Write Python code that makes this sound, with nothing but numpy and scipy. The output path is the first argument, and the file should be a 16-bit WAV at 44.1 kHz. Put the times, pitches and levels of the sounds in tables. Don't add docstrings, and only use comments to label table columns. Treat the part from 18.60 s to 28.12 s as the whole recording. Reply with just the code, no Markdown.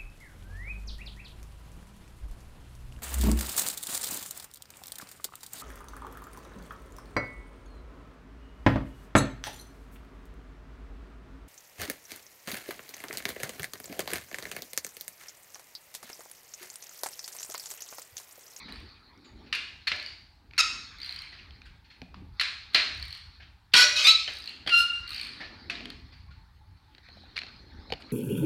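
import sys
import numpy as np
from scipy import signal
from scipy.fft import rfft, irfft, next_fast_len
from scipy.io import wavfile
from scipy.ndimage import uniform_filter1d, map_coordinates

SR = 44100
rng = np.random.default_rng(int(sys.argv[2]) if len(sys.argv) > 2 else 0)


def volts_from_db(level):
    exponent = np.asarray(level, float) / 20
    return 10 ** exponent


def to_wav(sig):
    pcm = np.clip(np.atleast_2d(sig), -1, 1) * 32767
    pcm = np.round(pcm).astype(np.int16)
    wavfile.write(sys.argv[1], SR, pcm.T)


N = 419832

# freq_hz, density_db
STEEL_COLOUR = [(180, -52), (300, -19), (624, -12.5), (870, -16), (994, -10.5), (1230, -10.5), (1460, -11),
                (1580, -6), (2480, 0.5), (3240, -2.5), (4520, 1.5), (5700, -7), (11300, -41.5),
                (16000, -44.5)]
# freq_hz, level_db
EDGE_COLOUR = [(4500, -50.5), (6500, -4), (10000, -3), (15800, -21)]


def unit(x):
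    return x / np.sqrt(np.mean(x ** 2) + 1e-20)


def along(points, hz):
    f, v = np.transpose(points)
    return np.interp(np.log(hz + 1), np.log(f + 1), v)


def curves(rows):
    s, *cols = np.transpose(rows)
    return [np.interp(np.arange(N) / SR, s, c) for c in cols]


def wobble(rate, size=N):
    knots = rng.standard_normal(int(size * rate / SR) + 4)
    return map_coordinates(knots, [np.arange(size) * rate / SR])


def filtered(x, response):
    m = next_fast_len(N + SR // 2)
    return irfft(rfft(x, m) * response(np.fft.rfftfreq(m, 1 / SR)), m)[:N]


def resonance(f, hz, width):
    return 1j * f * width / (hz * hz - f * f + 1j * f * width)


def modes(x, table):
    def response(f):
        return sum((-1) ** k * volts_from_db(db) * resonance(f, hz, width) for k, (hz, width, db) in enumerate(table))
    return filtered(x, response)


def rush(spectrum, patchy_db):
    z = signal.stft(rng.standard_normal(N), nperseg=512)[2]
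    field = uniform_filter1d(rng.standard_normal(z.shape), 6, 0)
    field = uniform_filter1d(field, 10, 1)
    noise = signal.istft(z * volts_from_db(patchy_db * unit(field)), nperseg=512)[1][:N]
    return unit(filtered(noise, lambda hz: volts_from_db(along(spectrum, hz))))


def threads():
    # time_s, slip_rate_hz, level_db
    chirp = [(1.985, 1374, -32), (1.992, 1377, -18.5), (1.998, 1269, -21), (2.01, 1268, -17),
             (2.021, 1300, -64)]
    screech = [(5.136, 500.2, -26.5), (5.158, 482.2, -17.5), (5.179, 484.8, -14.5), (5.2, 496.3, -16),
               (5.233, 490.3, -19.5), (5.249, 490, -27), (5.351, 487, -60)]
    groan = [(5.356, 1284, -51.5), (5.368, 1273, -25.5), (5.41, 1284, -28.5), (5.432, 1289, -29),
             (5.445, 1260, -31.5)]
    yelp = [(5.44, 1210, -45), (5.45, 1202, -17), (5.461, 1209, -15), (5.466, 1211, -23),
            (5.478, 1235, -21), (5.484, 1220, -53)]
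    squeak = [(5.464, 1291, -43), (5.472, 1310, -16), (5.494, 1304, -12.5), (5.513, 1321, -19),
              (5.526, 1307, -29), (5.54, 1316, -58)]
    squeal = [(6.095, 1386, -44), (6.112, 1429, -29), (6.128, 1384, -19), (6.145, 1391, -14.5),
              (6.189, 1391, -20.5), (6.208, 1422, -22.5), (6.245, 1408, -34.5), (6.37, 1402, -37),
              (6.41, 1366, -52)]
    whistle = [(6.165, 1325, -60), (6.175, 1327, -39), (6.21, 1327, -38), (6.24, 1325, -55)]
    slip_names = ["chirp", "screech", "groan", "yelp", "squeak", "squeal", "whistle"]
    # full_slip_db, share of the level swing followed, edge_db
    grinding = [
        (-24, 0.45, -14.5),
        (-14, 0.67, -19),
        (-24.5, 0.44, -25),
        (-22, .45, -21.5),
        (-22, 0.31, -21.5),
        (-38, 0.73, -21),
        (-43, 0.26, -21.5),
    ]
    # multiple, level_db
    voices = [
        [(1, -4), (2, 0), (3, -2), (4, -3), (5, -14), (6, -24), (7, -27)],
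        [(1, -27), (2, -14), (3, -2), (4, -4), (5, -1), (6, -5), (7, -9), (8, -1), (9, 0), (10, -5), (11, -13),
         (12, -19)],
        [(1, -20), (2, 0), (3, -4), (4, -7), (5, -16), (6, -29)],
        [(1, -21), (2, -6), (3, 0), (4, -3), (5, -19), (6, -35), (7, -33), (8, -38)],
        [(1, -19), (2, -11), (3, 0), (4, -13), (5, -22), (6, -40), (7, -38), (8, -41), (9, -42)],
        [(1, -7.5), (2, 0), (3, -12), (4, -29), (5, -39), (6, -38), (7, -38), (8, -41), (9, -50), (10, -46),
         (11, -54)],
        [(3.85, 2), (4.9, -12), (6, -11), (7, -5), (8, -8), (9, -12), (10, -12), (11, -18)],
    ]
    wavers = [.015, .017, .014, .005, .005, .003, .003]
    # freq_hz, level_db
    rasp = [(300, -8.5), (800, -3), (1300, -2.7), (6000, -0.7), (9000, 2)]
    out = np.zeros(N)
    grit = rush([(hz, db + along(rasp, hz)) for hz, db in STEEL_COLOUR], patchy_db=5.5) * volts_from_db(1.3 * wobble(300))
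    edge = rush(EDGE_COLOUR, patchy_db=-5.0) * volts_from_db(2.2 * wobble(250))
    slips = [chirp, screech, groan, yelp, squeak, squeal, whistle]
    for rows, (full_db, share, edge_db), voice, waver in zip(slips, grinding, voices, wavers):
        a, b = round(rows[0][0] * SR), round(rows[-1][0] * SR)
        rate_hz, level_db = (c[a:b] for c in curves(rows))
        grind_db = full_db + share * (level_db - level_db.max())
        phase = 2 * np.pi * np.cumsum(rate_hz * (1 + waver * wobble(600, size=b - a))) / SR
        flutter_db = 1 + 150 * waver
        tone = np.zeros(b - a)
        for multiple, db in voice:
            gain = volts_from_db(db + flutter_db * wobble(100, size=b - a))
            tone += gain * np.sin(multiple * phase + rng.uniform(0, 2 * np.pi))
        out[a:b] += volts_from_db(level_db) * unit(tone)
        out[a:b] += volts_from_db(grind_db) * (grit[a:b] + volts_from_db(edge_db) * edge[a:b])
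    return out


def ratchet():
    # start_s, bright_db, body_db
    teeth = [(0.123, -47, -35), (0.158, -60, -42), (0.2007, -58, -56), (1.3629, -54, -37),
             (1.3984, -57, -32), (1.4268, -54, -36), (1.4619, -54, -31), (2.3853, -57, -44),
             (2.4014, -56, -37), (2.4161, -58, -34), (2.4309, -55, -32), (2.4455, -52, -33),
             (2.4606, -49, -37), (2.4765, -56, -40), (2.4924, -52, -30), (2.5078, -50, -38),
             (2.5244, -47, -30), (2.5426, -49, -41), (2.5611, -48, -34), (2.5889, -53, -31),
             (2.619, -52, -35), (4.3478, -55, -37), (4.3749, -52, -41), (4.3978, -55, -37),
             (4.426, -47, -30), (4.4537, -49, -51), (4.4815, -47, -41), (4.5062, -53, -35),
             (4.5272, -46, -33), (4.5495, -50, -38), (4.5753, -52, -39), (5.7037, -54, -40),
             (5.7202, -54, -41), (5.7364, -48, -41), (5.7527, -50, -43), (5.7688, -50, -37),
             (5.7857, -48, -43), (5.8024, -50, -45), (5.8217, -54, -39), (5.8404, -53, -37),
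             (5.8581, -48, -36), (5.8753, -52, -28), (5.8932, -50, -33), (6.4773, -47, -33),
             (6.4919, -45, -34), (6.5051, -43, -31), (6.5182, -49, -35), (6.5312, -45, -31),
             (6.5455, -44, -31), (6.5614, -45, -31), (6.5791, -52, -31), (6.5961, -48, -28),
             (6.613, -41, -29), (6.6314, -49, -40), (6.6493, -50, -33), (6.6687, -51, -43),
             (6.691, -58, -39), (6.7342, -69, -39)]
    # freq_hz, width_hz, level_db
    pawl_modes = [(5900, 320, -7), (8850, 340, 11), (11530, 1100, 0), (13000, 1400, 0.5), (14860, 1500, -2)]
    # freq_hz, width_hz, level_db
    head_modes = [(1886, 1100, -8.5), (2850, 1000, -4), (4510, 500, -4.5)]
    bright, body, click = np.zeros(N), np.zeros(N), np.zeros(N)
    t = np.arange(400) / SR
    u = t / 0.0012
    for s, db, body_db in teeth:
        now = slice(round(s * SR), round(s * SR) + len(t))
        grit = rng.standard_normal((2, len(t))) * volts_from_db(-60 * t / 0.0099) * (1 - np.exp(-t / 0.00064))
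        click_hz = 4400 * (1 + 0.04 * rng.standard_normal())
        bright[now] += volts_from_db(db - 8.0) * unit(grit[0])
        body[now] += volts_from_db(body_db - 0.5) * unit(grit[1])
        click[now] += volts_from_db(body_db + 1.5) * u * np.exp(1 - u) * np.sin(2 * np.pi * click_hz * t)
    return modes(bright, pawl_modes), modes(body, head_modes), click


def blows(events, ring_db, rise_ms, ms, crack_db):
    # freq_hz, level_db
    blow_band = [(300, -25), (900, -6.5), (1300, 5.5), (5000, -2), (7000, -15.5), (12000, -28)]
    # freq_hz, level_db
    thud_colour = [(40, -46.5), (100, 1.5), (350, -2.5), (800, 1), (1500, -41)]
    direct, sent = np.zeros(N + SR), np.zeros(N + SR)
    core = [(hz, db + along(blow_band, hz)) for hz, db in STEEL_COLOUR]
    steel, thud = rush(core, patchy_db=2.0), rush(thud_colour, patchy_db=-1.5)
    edge = rush(EDGE_COLOUR, patchy_db=-2)
    hz, t = np.fft.rfftfreq(1024, 1 / SR), np.arange(SR // 5) / SR
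    pulses = [np.roll(irfft(volts_from_db(along(colour, hz))), 128) for colour in (core, thud_colour, EDGE_COLOUR)]
    core_pulse, thud_pulse, edge_pulse = [p / np.linalg.norm(p) for p in pulses]
    t60 = ms / 1000
    fall = volts_from_db(-60 * t / t60) * (1 - np.exp(-t * 1000 / rise_ms))
    low_fall = volts_from_db(-60 * t / (t60 + 0.025)) * (1 - np.exp(-t / 0.0012))
    for s, db, ring_hz, thud_db, edge_db in events:
        start = round(s * SR)
        i = min(start, N - len(t))
        thud_db = thud_db + 3.0
        partials = 1 + 0.038 * rng.standard_normal(3)
        ring = sum(np.sin(2 * np.pi * ring_hz * k * t) for k in partials) * fall
        rattle = (steel[i:][:len(t)] + volts_from_db(edge_db) * edge[i:][:len(t)]) * fall
        low = volts_from_db(thud_db) * thud[i:][:len(t)] * low_fall
        direct[start:][:len(t)] += volts_from_db(db - 8.0) * (rattle + volts_from_db(ring_db) * ring + low)
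        first_contact = core_pulse + volts_from_db(edge_db) * edge_pulse
        direct[start - 110:][:1024] += volts_from_db(db + crack_db) * first_contact

        broad = np.sin(2 * np.pi * ring_hz * t[:1024]) * volts_from_db(-60 * t[:1024] / 0.02)
        smooth = core_pulse + volts_from_db(thud_db) * thud_pulse + volts_from_db(edge_db - 2) * edge_pulse
        smooth = smooth + volts_from_db(-4.0) * broad / np.linalg.norm(broad)
        sent[start:][:1024] += volts_from_db(db - 11.5) * np.linalg.norm(fall) * smooth
    return direct[:N], sent[:N]


def lid():
    # start_s, freq_hz, level_db, t60_s
    lid_modes = [(1.988, 1388, -31, 0.5), (3.42, 249, -40.5, 0.1), (3.42, 178, -47, 0.26),
                 (3.62, 279, -50, 0.21), (3.55, 188, -46.5, 0.42), (1.33, 605, -50, 0.45),
                 (4.15, 635, -43, 0.4), (5.23, 600, -37.5, 0.41), (5.37, 619, -43, 0.34),
                 (7.1, 695, -47.5, 0.66), (7.22, 251.2, -48.5, 0.97), (7.24, 420, -52.5, 0.54),
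                 (7.685, 1100, -57, .12), (7.71, 1420, -56, 0.14), (8.01, 860, -59, 0.29),
                 (7.76, 880, -62, 0.33), (8.28, 860, -64, 0.53)]
    out, t = np.zeros(N + SR), np.arange(SR // 2) / SR
    for s, hz, db, t60 in lid_modes:
        swell = volts_from_db(db - 60 * t / t60 + 3.0 * wobble(27, size=len(t))) * (1 - np.exp(-t / 0.0014))
        phase = 2 * np.pi * hz * np.cumsum(1 + 0.0088 * wobble(40, size=len(t))) / SR
        out[round(s * SR):][:len(t)] += swell * np.sin(phase)
    return out[:N]


def garage(x, count=32):
    # freq_hz, t60_s
    decay = [(200, 0.91), (1000, 0.59), (3000, 0.61), (6000, 0.67), (9000, 0.53), (14000, 0.42)]
    # freq_hz, level_db
    wall_colour = [(100, -5), (500, -2), (1500, 0.5), (5000, -2), (8000, -2), (16000, -14)]
    hz, t, z = signal.stft(rng.standard_normal((count + 1, SR)), SR, nperseg=256)
    shape = along(wall_colour, hz)[:, None] - 60 * t / along(decay, hz)[:, None]
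    tails = signal.istft(z * volts_from_db(shape), SR, nperseg=256)[1][:, :SR]
    tails = tails * (1 - np.exp(-(np.arange(SR) / SR / 0.006) ** 2))
    step = N // count + 1
    padded = np.pad(x, (step, 2 * step))
    parts = np.array([padded[k * step:][:2 * step] for k in range(count + 1)]) * np.hanning(2 * step)
    wet = signal.fftconvolve(parts, tails / np.linalg.norm(tails[0]), axes=1)
    out = np.zeros(step * count + wet.shape[1])
    for k in range(count + 1):
        out[k * step:][:wet.shape[1]] += wet[k]
    return out[step:][:N]


def clothes():
    # time_s, rustle_db
    movement = [(0, -43), (.5, -60), (.92, -57), (1.65, -70), (1.9, -70), (2, -44.5), (2.65, -49),
                (3.08, -62.5), (3.6, -90), (3.79, -51), (4.78, -56), (4.98, -74.5), (5.6, -67), (6.46, -44),
                (6.75, -47.5), (8.1, -68.5), (8.43, -60), (8.45, -53)]
    # freq_hz, density_db
    cloth_colour = [(290, -37.5), (500, -14), (677, -21), (938, -1.5), (1110, 4.5), (1980, 2.5), (2440, 3),
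                    (2780, -10), (4300, 9.5), (5970, -17.5), (9000, -46.5), (11700, -67.5), (19800, -120)]
    rustle_db, = curves(movement)
    return volts_from_db(rustle_db - 4.5 + 0.5 * wobble(22)) * rush(cloth_colour, patchy_db=4.5)


def lid_hum():
    # centre_s, length_s, level_db
    leans = [(0, 0.26, -55.5), (.82, 0.3, -60), (2.2, 0.32, -68), (2.95, 0.16, -65), (3.55, 0.14, -59),
             (4.27, 0.14, -66.5), (5.5, 0.068, -65), (6, 0.19, -61.5), (6.6, 0.44, -62), (7.12, 0.17, -51),
             (8.7, 0.23, -66), (9.25, 0.3, -55.5)]
    # freq_hz, density_db
    hum_colour = [(76, -43.5), (130, -9), (259, 1.5), (361, -5.5), (572, -14.5), (706, -18.5), (900, -11),
                  (1170, -53), (1980, -120)]
    t = np.arange(N) / SR
    weight = volts_from_db(-73.5)
    for s, length, db in leans:
        weight = weight + volts_from_db(db) * np.exp(-((t - s) / length) ** 2)
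    return weight * volts_from_db(2 * wobble(8.5)) * rush(hum_colour, patchy_db=2.5)


def air():
    # time_s, rumble_db
    air_level = [(0, -62), (.21, -53.5), (.45, -65), (.82, -58.5), (1.1, -61.5), (1.8, -59.5), (2.6, -57.5),
                 (3.18, -55.5), (3.39, -63), (3.61, -48), (3.95, -59.5), (4.45, -52.5), (5.1, -62.5),
                 (5.65, -61.5), (6.8, -58.5), (7.5, -51), (8.5, -60), (9.1, -53)]
    # freq_hz, density_db
    air_colour = [(12, -58), (20, -24.5), (49, -2.5), (76, -2), (93, -5.5), (150, -17.5), (200, -21.5),
                  (260, -51), (440, -120)]
    rumble_db, = curves(air_level)
    return volts_from_db(rumble_db + 2.0 + 1.7 * wobble(11)) * rush(air_colour, patchy_db=2.0)


def hiss():
    # freq_hz, density_db
    hiss_colour = [(350, -48), (600, -17), (846, -2.5), (1050, -8), (1590, -8.5), (2760, -17.5),
                   (4280, -17), (6460, -27.5), (16000, -31)]
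    return volts_from_db(-70.0) * rush(hiss_colour, patchy_db=2.0)


def scene():
    # start_s, peak_db, ring_hz, thud_db, edge_db
    knock_events = [(0.9267, -14.5, 2780, -60, -24), (0.9493, -19.5, 2540, -49, -18),
                    (1.2707, -15.5, 4170, -62, -28), (1.2766, -17, 4400, -30, -22.5),
                    (1.3159, -14.5, 2044, -19.5, -36), (1.979, -11, 4530, -64.5, -14.5),
                    (3.7968, -11.5, 4150, -53, -30), (3.8096, -12.5, 4000, -47, -20.5),
                    (4.1455, -3.5, 4120, -27, -26), (4.1582, -20, 3920, -42, -32),
                    (5.138, -1, 4290, -24.5, -27.5), (5.677, -21, 2990, -17.5, -32),
                    (6.063, -27.5, 3250, -7.5, -31), (6.0741, -16.5, 3310, -19, -24.5),
                    (6.092, -18, 2890, -37, -24), (7.0986, -18.5, 2660, -35, -26.5)]
    # start_s, peak_db, ring_hz, thud_db, edge_db
    scuff_events = [(0.0813, -33.5, 1787, -14, -24), (0.6437, -48, 6800, -25, -40),
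                    (8.1, -59.5, 4200, -42, -39.5), (8.165, -53, 4500, -40, -40), (.2, -45, 3950, -40, -42),
                    (0.64, -48, 3900, -40, -40), (.86, -43, 2620, -40, -40), (2.785, -36, 2670, -40, -45),
                    (2.5, -47, 700, -18, -45), (2.722, -34, 1900, -20, -52), (3.053, -39.5, 1600, -40, -19),
                    (3.243, -45, 4300, -35, -33), (3.3, -39, 4300, -29, -34),
                    (4.132, -29.5, 4250, -26, -17.5), (5.118, -41, 3400, -31, -38.5),
                    (4.798, -39.5, 1640, -17, -46.5), (4.82, -42, 3100, -29.5, -44.5),
                    (2, -45, 1800, -3, -40), (1.205, -44.5, 4300, -35, -40),
                    (6.8029, -26.5, 1760, -11, -57), (7.5198, -40.5, 4560, -19, -46),
                    (7.705, -46, 4300, -18, -32), (7.6, -50, 4340, -30, -40), (8.7575, -25, 4240, -21, -28),
                    (9.399, -40.5, 1300, -27, -14)]
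    # start_s, peak_db, ring_hz, thud_db, edge_db
    tap_events = [(0.2974, -44, 3920, -9, -48), (.576, -52, 5500, -40, -15), (1.9103, -40, 2300, -42, -45),
                  (1.9353, -36, 2450, -40, -45), (1.9437, -45, 2450, -40, -45),
                  (1.967, -37, 2470, -36, -45), (2.9078, -36.5, 3100, -25, -42),
                  (3.018, -36.5, 2380, -31, -34.5), (3.4171, -30, 2440, -4.5, -45),
                  (3.5434, -31.5, 1150, -29.5, -42), (3.5994, -73, 1480, 1, -19),
                  (7.154, -26, 4020, -26, -32), (7.206, -29, 2760, -6, -45), (7.2557, -24, 3140, -49, -21),
                  (7.3024, -22.5, 4300, -32, -20.5), (7.3994, -42, 4220, -17, -31)]
    # start_s, peak_db, ring_hz, thud_db, edge_db
    grit_events = [(8.3491, -36.5, 1766, -31, -33), (8.3816, -37, 3940, -13.5, -40.5),
                   (8.487, -38.5, 1960, -4.5, -32), (8.569, -50, 800, 9.5, -42),
                   (8.636, -50.5, 800, 7, -40), (8.711, -54, 1793, 2, -40), (8.7665, -20, 4300, -37, -35),
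                   (8.777, -18.5, 2270, -37, -24), (8.789, -19, 4160, -44, -29),
                   (8.8169, -25, 4230, -23, -48), (8.834, -26.5, 4030, -11.5, -39.5),
                   (8.866, -31, 4330, -21, -49), (8.888, -32, 4130, -23, -45),
                   (9.3026, -31.5, 4300, -3, -30), (9.3225, -17, 2750, -2.5, -34),
                   (9.3355, -25, 3330, -10, -38), (9.422, -35, 4360, -25, -35),
                   (9.5055, -40, 4300, -15, -31)]
    slips = threads()
    pawl, head, click = ratchet()
    knocks, far_knocks = blows(knock_events, ring_db=-3.5, rise_ms=0.91, ms=56.2, crack_db=2.0)
    scuffs, far_scuffs = blows(scuff_events, ring_db=-5.0, rise_ms=7.4, ms=95, crack_db=-24.5)
    taps, far_taps = blows(tap_events, ring_db=-3.5, rise_ms=0.21, ms=15, crack_db=-11.0)
    grit, far_grit = blows(grit_events, ring_db=-6.5, rise_ms=0.27, ms=17, crack_db=0.0)

    to_walls = volts_from_db(0.5) * far_knocks + volts_from_db(3.0) * far_scuffs + volts_from_db(-4.0) * far_taps + volts_from_db(-11.5) * far_grit
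    to_walls += volts_from_db(-2.5) * pawl + volts_from_db(4.0) * head + volts_from_db(-7.0) * click + volts_from_db(-7.0) * slips
    direct = knocks + scuffs + taps + grit + pawl + head + click + slips + lid()
    background = clothes() + lid_hum() + air() + hiss()
    return (direct + garage(to_walls) + background)[None]


def top_cut(x):
    return signal.sosfilt(signal.butter(12, 16480, fs=SR, output="sos"), x)


def record(dry):
    limited = dry[0] / (1 + np.abs(dry[0] / 0.57) ** 8) ** (1 / 8)
    mix = filtered(limited, lambda hz: volts_from_db(np.interp(hz, [15900, 16000], [0, -22])))
    return top_cut(mix[None])


dry = scene()
out = record(dry)
to_wav(out)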